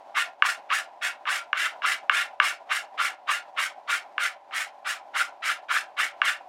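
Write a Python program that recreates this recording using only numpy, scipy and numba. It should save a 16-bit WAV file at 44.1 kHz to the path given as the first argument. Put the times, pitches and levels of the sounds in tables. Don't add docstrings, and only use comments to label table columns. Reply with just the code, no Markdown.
import sys
import numpy as np
from scipy import signal
from scipy.fft import rfft, irfft
from scipy.io import wavfile
from scipy.ndimage import uniform_filter1d
from numba import njit

SR = 44100
rng = np.random.default_rng(int(sys.argv[2]) if len(sys.argv) > 2 else 0)


def pcm_store(signal):
    levels = np.round(np.clip(np.atleast_2d(signal), -1, 1) * 32767)
    wavfile.write(sys.argv[1], SR, levels.astype(np.int16).T)


N = 285768
TIME = np.arange(N) / SR
FREQ = np.maximum(np.fft.rfftfreq(N, 1 / SR), 1)


def undb(db):
    return 10 ** (np.asarray(db) / 20)


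def unit(x):
    return x / np.sqrt(np.mean(x ** 2))


def eq_curve(points):
    hz, db = np.transpose(points)
    gain = undb(np.interp(np.log(FREQ), np.log(hz), db))
    cepstrum = irfft(np.log(gain), N)
    return np.exp(rfft(cepstrum * (1 + np.sign(np.fft.fftfreq(N)))))


def through(x, response):
    return irfft(rfft(x, N) * response, N)


def wander(rate_hz):
    return unit(through(rng.standard_normal(N), np.exp(-(FREQ / rate_hz) ** 2)))


# (f/Hz, level/dB)
BED_EQ = [(30, -63), (65, -56), (125, -39.5), (280, -21.5), (500, -18), (620, -4.5), (790, 1.5),
          (900, -7.5), (1000, -3), (1150, -18.5), (2400, -27.5), (4300, -35), (7000, -43), (15000, -57.5)]
# (f/Hz, level/dB)
HUM_TONES = [(90, -88), (577, -59.5), (791, -63), (867, -86), (969, -65.5)]
def background(bed_db=-48, waver_db=2.04, hum_waver_db=2):
    air = unit(through(rng.standard_normal(N), eq_curve(BED_EQ)))
    air *= undb(bed_db + waver_db * wander(22))
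    hum = sum(undb(db) * np.sin(2 * np.pi * hz * TIME + .4 * wander(4.8)) for hz, db in HUM_TONES)
    return air + hum * undb(hum_waver_db * wander(1.4))


# (touch t/s, hold before lifting t/s, rasp level/dB, bite level/dB)
STROKE_CUES = [(0.145, 0.052, -25.5, -25), (0.423, 0.071, -28, -26.5), (0.692, 0.076, -28, -21.5),
               (1.012, 0.043, -26, -49), (1.254, 0.097, -27.5, -25), (1.532, .108, -25.5, -36.5),
               (1.817, 0.094, -25.5, -25.5), (2.097, 0.098, -24.5, -32), (2.401, 0.077, -27, -24.5),
               (2.69, 0.069, -28, -23.5), (2.973, 0.079, -26.5, -25), (3.27, 0.064, -27, -23),
               (3.562, .072, -27.5, -24), (3.873, 0.064, -28, -27.5), (4.18, .066, -27, -36),
               (4.511, .09, -29, -37), (4.845, 0.059, -29.5, -34.5), (5.135, 0.07, -29, -29),
               (5.419, .076, -27, -33), (5.683, .08, -28, -26.5), (5.965, 0.064, -26.5, -27.5),
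               (6.217, 0.071, -25.5, -31)]
def hand(start_hz=1200, full_speed_hz=1725, hiss_db=-37, speed_up_share=.75, lift_s=.026):
    rasp, hiss, bright = np.zeros((3, N))
    slip_hz = np.full(N, float(start_hz))
    for touch, hold, rasp_db, _ in STROKE_CUES:
        now = slice(int(touch * SR) + 1, int((touch + .5) * SR))
        age = TIME[now] - touch
        speed = np.sin(np.pi / 2 * np.minimum(age / (speed_up_share * hold), 1))
        release = 1 / np.cosh(np.maximum(age - hold, 0) / lift_s)
        pressure = np.maximum(release - .025, 0) / .975
        rasp[now] += undb(rasp_db) * speed ** .84 * pressure
        hiss[now] += undb(hiss_db) * speed ** 2.3 * pressure ** .6
        bright[now] += np.clip((speed * np.sqrt(pressure) - .12) / .82, 0, 1)
        slip_hz[now] += (full_speed_hz - start_hz) * speed ** 2 * pressure ** .6
    unloaded = rebound()
    return rasp * undb(-5 * unloaded), hiss * undb(-21 * unloaded), bright * (1 - unloaded), slip_hz


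@njit
def swept_bandpass(x, centre_hz, width_hz):
    y, band_state, low_state = np.empty(len(x)), 0., 0.
    for i in range(len(x)):
        tuning, damping = np.tan(np.pi * centre_hz[i] / SR), width_hz / centre_hz[i]
        band = (band_state + tuning * (x[i] - low_state)) / (1 + tuning * (tuning + damping))
        band_state = 2 * band - band_state
        low_state += 2 * tuning * band
        y[i] = damping * band
    return y


def stick_slip(slip_hz, jitter=.16, spread_db=3, width_hz=500.):
    cycles = np.cumsum(slip_hz * np.exp(jitter * wander(600))) / SR
    pulses = np.diff(np.floor(cycles), prepend=0) * undb(spread_db * rng.standard_normal(N))
    pulses -= uniform_filter1d(pulses, size=64)
    return unit(swept_bandpass(unit(pulses), slip_hz, width_hz))


def crumbs(density, spread_db):
    clicks = (rng.random(N) < density) * rng.standard_normal(N)
    return unit(clicks * undb(spread_db * rng.standard_normal(N)))


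# (f/Hz, width f/Hz, level/dB relative to the flat response)
DESK_RESONANCES = [(1174, 24, 7), (1400, 32, -4.5), (1513, 63, -12), (1783, 30, -22), (2250, 280, -0.5),
                   (2786, 89, 0), (3236, 300, -5), (3534, 19, 6.5), (3880, 350, -3), (4398, 23, 9.5),
                   (4840, 41, 4), (5210, 53, 5.5), (5526, 97, 2.5), (6370, 120, -4), (7170, 120, -1),
                   (8550, 900, -15.5), (11100, 400, -15)]
def desk():
    return 1 + sum(undb(db) / (1 + 2j * (FREQ - hz) / width) for hz, width, db in DESK_RESONANCES)


def sheet_edges(x, depth=.36, near_s=.001055, far_s=.0029, drift=.1097):
    place = np.exp(drift * wander(9))
    near = np.interp(TIME - near_s * place, TIME, x)
    far = np.interp(TIME - far_s / place, TIME, x)
    return unit(x + depth * (near + far))


# (f/Hz, level/dB)
RASP_EQ = [(40, -60), (150, -41), (330, -26.5), (600, -20.5), (900, -22.5), (1100, -13.5), (1400, 2),
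           (1900, -4), (2900, -6.5), (3600, -13), (4500, -23), (8000, -37), (16000, -51)]
# (f/Hz, level/dB)
HISS_EQ = [(1000, -38), (2500, -36), (4000, -5), (5500, -3.5), (6200, -3.5), (8500, -3), (10500, -7),
           (13000, -14.5), (16000, -20)]
def pastel(modes, slip_db=-5, dull_hz=4500, tooth_db=1):
    body, sheet = modes * eq_curve(RASP_EQ), modes * eq_curve(HISS_EQ)
    rasp_gain, hiss_gain, bright, slip_hz = hand()
    slipping = unit(through(stick_slip(slip_hz), body))
    crumbling = unit(through(crumbs(density=.25, spread_db=3), body))
    rasp = crumbling + undb(slip_db) * slipping
    powder = sheet_edges(through(crumbs(density=.2, spread_db=.5), sheet))
    dull = through(powder, 1 / (1 + (FREQ / dull_hz) ** 3))
    hiss = dull + bright * (powder - dull)
    tooth = undb(tooth_db * wander(70))
    return tooth * (rasp_gain * sheet_edges(rasp) + hiss_gain * hiss)


def room(x, wet_db=-16, mid_t60_s=.21, treble_t60_s=.051, build_s=.0081, crossover_hz=4000):
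    noise = rng.standard_normal(N)
    low = through(noise, 1 / (1 + (FREQ / crossover_hz) ** 4))
    tail = low * undb(-60 * TIME / mid_t60_s) + (noise - low) * undb(-60 * TIME / treble_t60_s)
    tail *= 1 - np.exp(-TIME / build_s)
    return undb(wet_db) * through(x, rfft(tail) / np.sqrt(np.sum(tail ** 2)))


# (t/s, f/Hz, level/dB)
SQUEAK_CUES = [(1.656, 1468, -26.5), (3.939, 1600, -25.5), (4.253, 2037, -27.5), (5.209, 1510, -24),
               (5.5, 1440, -25.5), (5.768, 1527, -23.5), (6.03, 2000, -29), (6.292, 1560, -28.5)]
def catches(modes, bite_after_s=.032, bite_hz=1203, swell_s=.017, release_s=.015):
    warped_time = np.cumsum(np.exp(.087 * wander(246.5))) / SR
    chatter, digging = np.zeros((2, N))
    bites = [(touch + bite_after_s, bite_hz, bite_db) for touch, _, _, bite_db in STROKE_CUES]
    for peak_s, hz, db in bites + SQUEAK_CUES:
        now = slice(int((peak_s - .06) * SR), int((peak_s + .06) * SR))
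        lag = TIME[now] - peak_s
        grip = undb(db) * np.exp(-(lag / np.where(lag < 0, swell_s, release_s)) ** 2)
        chatter[now] += grip * np.sqrt(2) * np.sin(2 * np.pi * hz * warped_time[now])
        digging[now] += grip
    roughness = unit(undb(5 * wander(270)))
    grit = unit(through(crumbs(density=.15, spread_db=.5), modes * eq_curve(RASP_EQ)))
    return undb(-1) * chatter * roughness + undb(-2) * digging * grit


# (t/s, level/dB, settling t/s)
TAP_CUES = [(0.4226, -2.5, 0.0093), (0.703, -18.5, 0.019), (1.2543, -25.5, 0.03), (1.5300, -9, 0.036),
            (1.82, -23, 0.032), (2.0960, -4, .015), (2.4004, -3, .016), (4.1804, -12.5, .011),
            (4.51, -37, 0.025), (6.2170, -6, .025)]
# (f/Hz, level/dB)
TAP_EQ = [(40, -74), (140, -43.5), (330, -35.5), (550, -30.5), (850, -24.5), (1100, -5), (1500, 3),
          (2000, -10), (2900, -7.5), (3500, -22.5), (4200, -35.5), (6000, -39.5), (8000, -53), (12000, -60)]
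def taps(modes, spread_s=.003192, echo_s=.001796, echo_gain=.51, ring_db=-9, trim_db=1, soft_hz=7000):
    blows = np.zeros(N)
    for onset, db, _ in TAP_CUES:
        blows[int(onset * SR)] = undb(db)
    bending = np.exp(-2j * np.pi * spread_s * (2 * np.sqrt(FREQ * 1000) - FREQ / 2))
    edge = 1 + echo_gain * np.exp(-2j * np.pi * FREQ * echo_s)
    ring = 1 + undb(ring_db) * (modes - 1)
    cushion = 1 / (1 + (FREQ / soft_hz) ** 4)
    response = eq_curve(TAP_EQ) * bending * edge * ring * cushion
    return undb(trim_db) * through(blows, response / abs(irfft(response, N)).max())


def rebound():
    return sum(np.exp(-((TIME - onset) / settle_s) ** 4) for onset, _, settle_s in TAP_CUES)


def scene():
    modes = desk()
    drawing = pastel(modes) + catches(modes) + taps(modes)
    return (drawing + room(drawing) + background())[None]


def record(dry):
    return signal.sosfilt(signal.ellip(10, .2, 70, 15900, fs=SR, output="sos"), dry)


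dry = scene()
out = record(dry)
pcm_store(out)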